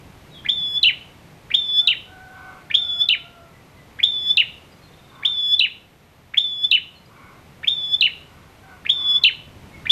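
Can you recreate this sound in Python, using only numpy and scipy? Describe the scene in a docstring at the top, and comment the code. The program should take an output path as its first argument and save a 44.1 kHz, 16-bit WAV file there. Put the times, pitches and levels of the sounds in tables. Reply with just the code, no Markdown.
"""A caged tailorbird repeats one call close to the microphone: a soft upward flick, a held whistle, a loud falling chip.
Its notes are partials on drawn pitch curves, with noise for rasp and clicks; cage and yard walls answer.
Far off a rooster crows and other birds peep in gliding tones, hoarse squawks are noise through resonances,
and traffic rumbles under open air as two coloured noises. The recorder adds a thin whine and limits the peaks."""
import sys
import numpy as np
from scipy import signal
from scipy.fft import rfft, irfft, next_fast_len
from scipy.io import wavfile
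from scipy.ndimage import uniform_filter1d, minimum_filter1d, map_coordinates

SR = 44100
rng = np.random.default_rng(int(sys.argv[2]) if len(sys.argv) > 2 else 0)


def to_wav(s):
    """Save 16-bit WAV."""
    ch = np.atleast_2d(s).T  # columns
    pcm = np.round(np.clip(ch, -1, 1) * 32767)  # PCM
    wavfile.write(sys.argv[1], SR, pcm.astype(np.int16))


N = 437031  # samples


def amp(db):
    """Decibels to gain."""
    return 10 ** (np.asarray(db) / 20)


def unit(x):
    """Scale to rms 1."""
    return x / np.sqrt(np.mean(x ** 2) + 1e-20)


def along(points, hz):
    """Read (hz, value) points on a log frequency axis."""
    point_hz, values = np.transpose(points)
    return np.interp(np.log(hz + 1), np.log(point_hz + 1), values)


def curves(rows, t):
    """Each column after the first, read at t."""
    s, *columns = np.transpose(rows)
    return [np.interp(t, s, column) for column in columns]


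def clock(length_s):
    """Sample times of a sound."""
    return np.arange(int(length_s * SR)) / SR


def wobble(t, rate):
    """A smooth random curve, rate knots a second."""
    knots = rng.standard_normal(int(t[-1] * rate) + 4)
    return map_coordinates(knots, [t * rate])


def filtered(x, response):
    """x times a response of frequency."""
    m = next_fast_len(N + SR // 2)
    spectrum = rfft(x, m) * response(np.fft.rfftfreq(m, 1 / SR))
    return irfft(spectrum, m)[:N]


def noise(spectrum):
    """Coloured noise of rms 1."""
    white = rng.standard_normal(N)
    return unit(filtered(white, lambda hz: amp(along(spectrum, hz))))


def add(track, s, sound):
    """Mix a sound in at time s."""
    part = track[max(round(s * SR), 0):][:len(sound)]
    part += sound[:len(part)]


def tone(pitch, partials):
    """Partials riding on one pitch curve, silent above half the sample rate."""
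    phase = 2 * np.pi * np.cumsum(pitch) / SR
    return np.sqrt(2) * sum(amp(db) * np.sin(k * phase) * (k * pitch < SR / 2) for k, db in partials)


def arch(t):
    """A rounded rise and fall."""
    return np.sqrt(np.abs(np.sin(np.pi * t / t[-1])))


# Colour of the far traffic: pitch_hz, relative_level_db
RUMBLE = [(13, -43), (22, -9.5), (42, -3), (58, -4.5), (78, 5), (100, 1), (150, 3), (177, -1), (400, -12.5),
          (520, -37.5), (880, -120)]
# Colour of the open air: pitch_hz, relative_level_db
AIR = [(100, -5), (300, -1.5), (500, -1), (750, -3), (1100, -5), (1600, -9), (2200, -7.5), (3000, -11.5),
       (4000, -14.5), (5000, -18.5), (6500, -20.5), (10500, -25), (13000, -25), (15000, -44)]
# The traffic ebbs to a lull and builds again: time_s, rumble_level_db, air_level_db
TRAFFIC = [(.2, -46, -49.5), (1.9, -51.5, -51), (2.55, -50, -50), (3.05, -53, -53), (4.15, -50.5, -50.5),
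           (5.1, -52.5, -51), (5.6, -56, -54.5), (6.65, -55, -55), (7.5, -49.5, -51), (8.3, -51, -51),
           (9.4, -47.5, -51), (9.8, -44, -48)]


def background():
    """Distant traffic and open air ebb and build; small random swells move the rumble only."""
    t = np.arange(N) / SR
    rumble_db, air_db = curves(TRAFFIC, t)
    swell_db = 0.86 * wobble(t, 3.6)
    rumble = amp(rumble_db + swell_db) * noise(RUMBLE)
    air = amp(air_db) * noise(AIR)
    return rumble + air


# Hoarse squawks far off, before the distance mix: start_s, length_s, level_db
SQUAWKS = [(2.314, 0.31, -47), (5.093, .25, -49), (7.075, 0.33, -50.5), (8.243, 0.25, -58),
           (8.641, 0.16, -53.5), (8.92, 0.34, -49)]
# Resonances of the squawking throat: centre_hz, width_hz, level_db
SQUAWK_THROAT = [(755, 69, -25.5), (1093, 140, 9), (1492, 110, 4), (2120, 150, -0.5)]


def throat(hz):
    """Resonances side by side, summed with alternating sign."""
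    total = 0
    for k, (centre, width, db) in enumerate(SQUAWK_THROAT):
        damping = 1j * hz * width
        total = total + (-1) ** k * amp(db) * damping / (centre * centre - hz * hz + damping)
    return total


def squawks():
    """Hoarse rasps: noise through a few throat resonances, dulled by distance."""
    level = np.zeros(N)
    for s, length, db in SQUAWKS:
        add(level, s, amp(db) * arch(clock(length)))
    white = rng.standard_normal(N)
    return level * unit(filtered(white, lambda hz: throat(hz) / (1 + (hz / 3200) ** 4)))


def glides(notes, partials, rough, flutter_db):
    """Gliding notes, unsteady in pitch and level."""
    track = np.zeros(N)
    for s, length, start_hz, end_hz, db in notes:
        t = clock(length)
        pitch = np.linspace(start_hz, end_hz, len(t)) * (1 + rough * wobble(t, 160))
        level = amp(db + flutter_db * wobble(t, 25)) * arch(t)
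        add(track, s, level * tone(pitch, partials))
    return track


# Syllables of the far rooster, before the distance mix: start_s, length_s, start_pitch_hz, end_pitch_hz, level_db
CROW = [(1.8, .12, 690, 714, -53), (2.05, .54, 746, 753, -48.5), (2.6, .7, 720, 680.7, -56.5),
        (3.2, .32, 698, 664, -54.5), (8.63, .12, 772, 733, -51.5)]
# Partials of the crow: multiple_of_pitch, level_db
CROW_PARTIALS = [(1, -1), (2, 0.5), (3, -18)]


def rooster():
    """A distant crow: slow glides of three partials with a strong flutter."""
    return glides(CROW, CROW_PARTIALS, rough=.02, flutter_db=2.5)


# Single peeps out in the yard: start_s, length_s, start_pitch_hz, end_pitch_hz, level_db
PEEPS = [(.31, .07, 3900, 3550, -50.5), (.34, 0.084, 3450, 3150, -46), (4.72, .015, 5000, 4746, -56),
         (4.82, 0.044, 4260, 4100, -57.5), (6.95, .04, 4240, 4040, -56), (7.057, 0.011, 5000, 4750, -55),
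         (7.15, .18, 2270, 2193, -56.5), (9.72, 0.071, 2243, 2156, -48)]
# Evenly repeated peeps:
# first_s, gap_s, notes, length_s, start_pitch_hz, end_pitch_hz, first_level_db, growth_db (per note)
PEEP_RUNS = [(3.53, .23, 4, .06, 2010, 1990, -57, 0), (4.88, .054, 6, .016, 3740, 3520, -58, 1.5)]
# The fundamental alone: multiple_of_pitch, level_db
PURE = [(1, 0)]


def other_birds():
    """Single peeps and evenly spaced runs of them, each one gliding partial."""
    runs = []
    for first, gap, notes, length, start_hz, end_hz, db, growth_db in PEEP_RUNS:
        for k in range(notes):
            runs.append((first + k * gap, length, start_hz, end_hz, db + k * growth_db))
    return glides(PEEPS + runs, PURE, rough=.016, flutter_db=1)


# The near bird's soft flick, which opens each call: start_s, length_s, level_db
FLICKS = [(0.448, .021, -15.5), (1.502, .021, -15), (2.700, 0.019, -13), (3.988, .02, -15.5),
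          (5.225, 0.015, -19.5), (6.337, 0.011, -15), (7.63, .021, -16), (8.85, .021, -15.5),
          (9.854, .021, -14)]
# Decay of the yard's echo: pitch_hz, t60_s
YARD = [(500, 0.14), (3000, 0.44), (4200, 0.4), (8000, 0.23), (15000, 0.1)]


def yard(x):
    """The diffuse echo of the yard, decaying noise drawn anew for every call; treble dies first above 3 kHz."""
    echo = np.zeros(N)
    edges = [0] + [round(row[0] * SR) for row in FLICKS] + [N]
    for a, b in zip(edges, edges[1:]):
        hz, t, z = signal.stft(rng.standard_normal(int(.8 * SR)), SR, nperseg=256)
        decay = amp(-60 * t / along(YARD, hz)[:, None])
        tail = signal.istft(z * decay, SR, nperseg=256)[1]
        tail = tail * (1 - np.exp(-np.arange(len(tail)) / SR / 0.0072))  # the echo builds up softly
        add(echo, a / SR, signal.fftconvolve(x[a:b], tail / np.linalg.norm(tail)))
    return echo


def near_walls(x, spread, count):
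    """A few early echoes from near walls, up to about spread seconds late, drawn anew for every call."""
    echoes = np.zeros(N)
    edges = [round(row[0] * SR) for row in FLICKS] + [N]
    for a, b in zip(edges, edges[1:]):
        delays = .003 + spread * (np.arange(count) + rng.random(count)) / count
        strengths = rng.choice([-1, 1], count) * np.exp(-delays / spread)
        taps = np.bincount((delays * SR).astype(int), strengths)
        add(echoes, a / SR, signal.fftconvolve(x[a:b], taps / np.linalg.norm(taps)))
    return echoes


def cage_echo(x):
    """One reflection, delayed without loss, from a surface just behind the bird."""
    delay_s = .0038
    return filtered(x, lambda hz: np.exp(-2j * np.pi * hz * delay_s))


# Course of one flick: share_of_length, pitch_hz, level_db (added to the flick's own)
FLICK_SHAPE = [(0, 1533, -22), (.25, 1755, -17), (.5, 2010, -19.5), (.76, 2291, -3), (.9, 2700, -14),
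               (1, 2910, -29)]
# The octave alone: multiple_of_pitch, level_db
OCTAVE = [(2, 0)]


def flick(length, db):
    """A rough upward sweep; while the pitch is low it is hoarser and its octave also passes the throat."""
    t = clock(length)
    pitch, shape_db = curves(FLICK_SHAPE, t / length)
    roughness = np.interp(t / length, [.5, .75], [.1, .06])
    pitch = pitch * (1 + roughness * wobble(t, 800))
    octave = np.interp(pitch, [1450, 2000], [.5, .015])
    voice = tone(pitch, PURE) + octave * tone(pitch, OCTAVE)
    level = amp(db + shape_db + 1.6 * wobble(t, 700))
    return level * voice * (1 - np.exp(-t / 0.00063))


# Pitch course of the whistle: time_s (after its start), multiple_of_held_pitch
WHISTLE_BEND = [(0, .84), (.004, .95), (.011, 1.015), (.02, 1.07), (.035, 1.035), (.06, 1.042), (.1, 1.017),
                (.16, 1.003), (.23, .998), (.3, 1.005)]
# Partials of the whistle: multiple_of_pitch, level_db
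WHISTLE_PARTIALS = [(1, 0), (2, -40), (3, -51)]
# Partials that grow as the whistle is pressed: multiple_of_pitch, level_db (before the strain)
STRAIN_PARTIALS = [(.5, -42.5), (1.5, -26), (2.5, -44.5), (3.5, -52), (4, -44)]
# Partials that brighten the forced start: multiple_of_pitch, level_db (at the start)
ATTACK_PARTIALS = [(1.5, -42.5), (2, -42), (3, -48)]
# Times of full force, of its end and of the relaxed note; level of the held note
ATTACK_S, ATTACK_HOLD_S, RELAX_S, HELD_DB = .008, .014, 0.019, -25.5
SWELL_S, RELEASE_S, RELEASE_DB = 0.024, 0.018, 20  # the last swell's rise, its fall and how far it drops
# Pitch unsteadiness at the start (share of the pitch), its fading time; level flutter throughout
QUIVER, QUIVER_S, FLUTTER_DB = 0.023, 0.051, 1
BRIGHT_S = .03  # fading time of the bright start


def whistle(start, swell, held_hz, attack_db, late_db, swell_db):
    """A hard attack relaxes into a held note that swells and lifts just before it stops."""
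    peak = swell - start
    end = peak + .07
    t = clock(end)
    effort = [(0, attack_db - 13), (ATTACK_S, attack_db), (ATTACK_HOLD_S, attack_db),
              (RELAX_S, HELD_DB + 3.5), (.1, HELD_DB),
              (peak - .04, late_db), (peak - SWELL_S, late_db + 3), (peak, swell_db),
              (peak + RELEASE_S, swell_db - RELEASE_DB), (end, swell_db - 40.5)]
    effort_db, = curves(effort, t)
    bend, = curves(WHISTLE_BEND, t)
    lift = .026 * np.exp(-((t - peak - .008) / 0.011) ** 2)
    # the voice quivers at first and steadies to a pure tone
    quiver = np.exp(-t / QUIVER_S)
    pitch = held_hz * (bend + lift + (QUIVER * quiver + .0008) * wobble(t, 550))
    flutter_db = 2 * quiver * wobble(t, 370) + FLUTTER_DB * wobble(t, 45)
    # as the note is pressed harder, every second cycle differs and the edge brightens
    strain_db = np.interp(t, [.09, .17, peak - .025, peak + 0.0018], [-12.5, -4.0, 6.5, -13])
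    strain_db = strain_db + 2 * wobble(t, 48)
    voice = tone(pitch, WHISTLE_PARTIALS)
    voice = voice + amp(strain_db) * tone(pitch, STRAIN_PARTIALS)
    voice = voice + np.exp(-t / BRIGHT_S) * tone(pitch, ATTACK_PARTIALS)
    return amp(effort_db + flutter_db) * voice * (1 - np.exp(-t / 0.00046))


# Course of one chip: stage (0 start, 1 trough, 2 crest, 3 end), pitch_hz, level_db (added to the chip's own)
CHIP_SHAPE = [(0, 4250, -10), (.2, 3900, -1), (.6, 3150, -3), (1, 2610, -2), (1.3, 2720, 0),
              (1.65, 2940, 0), (2, 3070, -1), (2.28, 2860, 1), (2.52, 2390, -6.5), (2.77, 1960, -17.5),
              (3, 1420, -38)]
# Partials above and below the chip's pitch: multiple_of_pitch, level_db (at their brightest)
CHIP_OVERTONES = [(.5, -38.5), (2, -37.5), (3, -53.5), (4, -55.5), (5, -48)]
PLUNGE_DB, PLUNGE_S = -12, .003  # the burst that opens every chip: its level, its time to the peak


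def chip(trough, crest, length, db):
    """After an opening burst the pitch plunges, rebounds and falls away; the plunge is the brightest part."""
    t = clock(length)
    stage = np.interp(t, [0, trough, crest, length], np.arange(4))
    pitch, shape_db = curves(CHIP_SHAPE, stage)
    pitch = pitch * (1 + 0.013 * wobble(t, 900) + 0.0092 * wobble(t, 54))
    edge = np.interp(stage, [.6, 1.2], [1, .3])
    voice = tone(pitch, PURE) + edge * tone(pitch, CHIP_OVERTONES)
    burst = amp(PLUNGE_DB) * np.exp(-((t - PLUNGE_S) / .002) ** 2)
    level = amp(db + shape_db + 2.6 * wobble(t, 200)) + burst
    return level * voice * (1 - np.exp(-t / .001))


# Whistles close to the microphone: start_s, swell_s, held_pitch_hz, attack_level_db, late_level_db, swell_level_db
WHISTLES = [(.486, .781, 3421, -11, -24, -19), (1.539, 1.805, 3455, -7.5, -21, -10.5),
            (2.741, 3.022, 3433, -9, -26, -12), (4.03, 4.312, 3450, -8.5, -25, -11),
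            (5.249, 5.549, 3433, -9, -21, -14), (6.371, 6.65, 3428, -9, -30, -12),
            (7.673, 7.949, 3443, -10.5, -25.5, -11.5), (8.891, 9.172, 3429, -9.5, -22.5, -14.5),
            (9.895, 10.17, 3484, -5, -25, -15)]
# Chips close to the microphone: start_s, trough_s, crest_s (both after the start), length_s, level_db
CHIPS = [(0.829, 0.019, .044, .083, -11.5), (1.872, 0.015, .026, 0.074, -14.5),
         (3.087, 0.011, .031, .071, -13), (4.37, .010, .024, .060, -13.5), (5.593, .016, .040, .079, -16),
         (6.712, 0.011, .031, .071, -14), (8.008, .019, .043, 0.075, -13), (9.236, .013, .028, .068, -12.5)]
# Colour of the turbulence in the voice: pitch_hz, relative_level_db
RASP = [(1200, -22.5), (2500, -1), (4200, 2), (5200, -0.5), (7500, -10), (11000, -14.5), (12800, -15.5),
        (14300, -9.5)]


def tailorbird():
    """Flick, whistle and chip of every call; the loud notes break loose with a tiny click and rasp at first."""
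    song, clicks, onsets = np.zeros((3, N))
    snap = np.exp(-clock(.02) / .003)
    opening = np.ones_like(clock(.1))
    for s, length, db in FLICKS:
        add(song, s, flick(length, db))
    for s, *shape in WHISTLES:
        add(song, s, whistle(s, *shape))
        add(clicks, s, amp(-47) * snap)
        add(onsets, s, amp(-5) * opening)
    for s, *shape in CHIPS:
        add(song, s, chip(*shape))
        add(clicks, s, amp(-33) * snap)
        add(onsets, s, opening)
    power = uniform_filter1d(song ** 2, size=90)
    overdrive = onsets * np.maximum(power - .03, 0)  # only the hardest notes rasp
    return song + (amp(-24) * overdrive + clicks) * noise(RASP)


def scene():
    """The near bird is mostly direct sound, the far ones carry more echo."""
    bird = tailorbird()
    peeps = other_birds()
    far = rooster() + squawks()
    direct = bird + peeps + amp(-1.5) * far
    early = amp(-17.5) * cage_echo(bird) + amp(-9.0) * near_walls(bird, spread=.035, count=12)
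    late = yard(amp(-18.5) * bird + amp(-8.5) * peeps + amp(-3) * far)
    return (direct + early + late + background())[None]


def record(dry):
    """The recorder: a thin electronic whine, a fast peak limiter and the band limit."""
    whine_hz, ceiling, top_hz = 11816, .67, 15200
    x = dry[0] + amp(-71) * np.sin(2 * np.pi * whine_hz * np.arange(N) / SR)
    needed = np.minimum(1, ceiling / (np.abs(x) + 1e-9))
    # the gain ducks around each peak and is smoothed over 161 samples
    gain = uniform_filter1d(minimum_filter1d(needed, size=161), size=161)
    return filtered(x * gain, lambda hz: hz < top_hz)[None]


dry = scene()
out = record(dry)
to_wav(out)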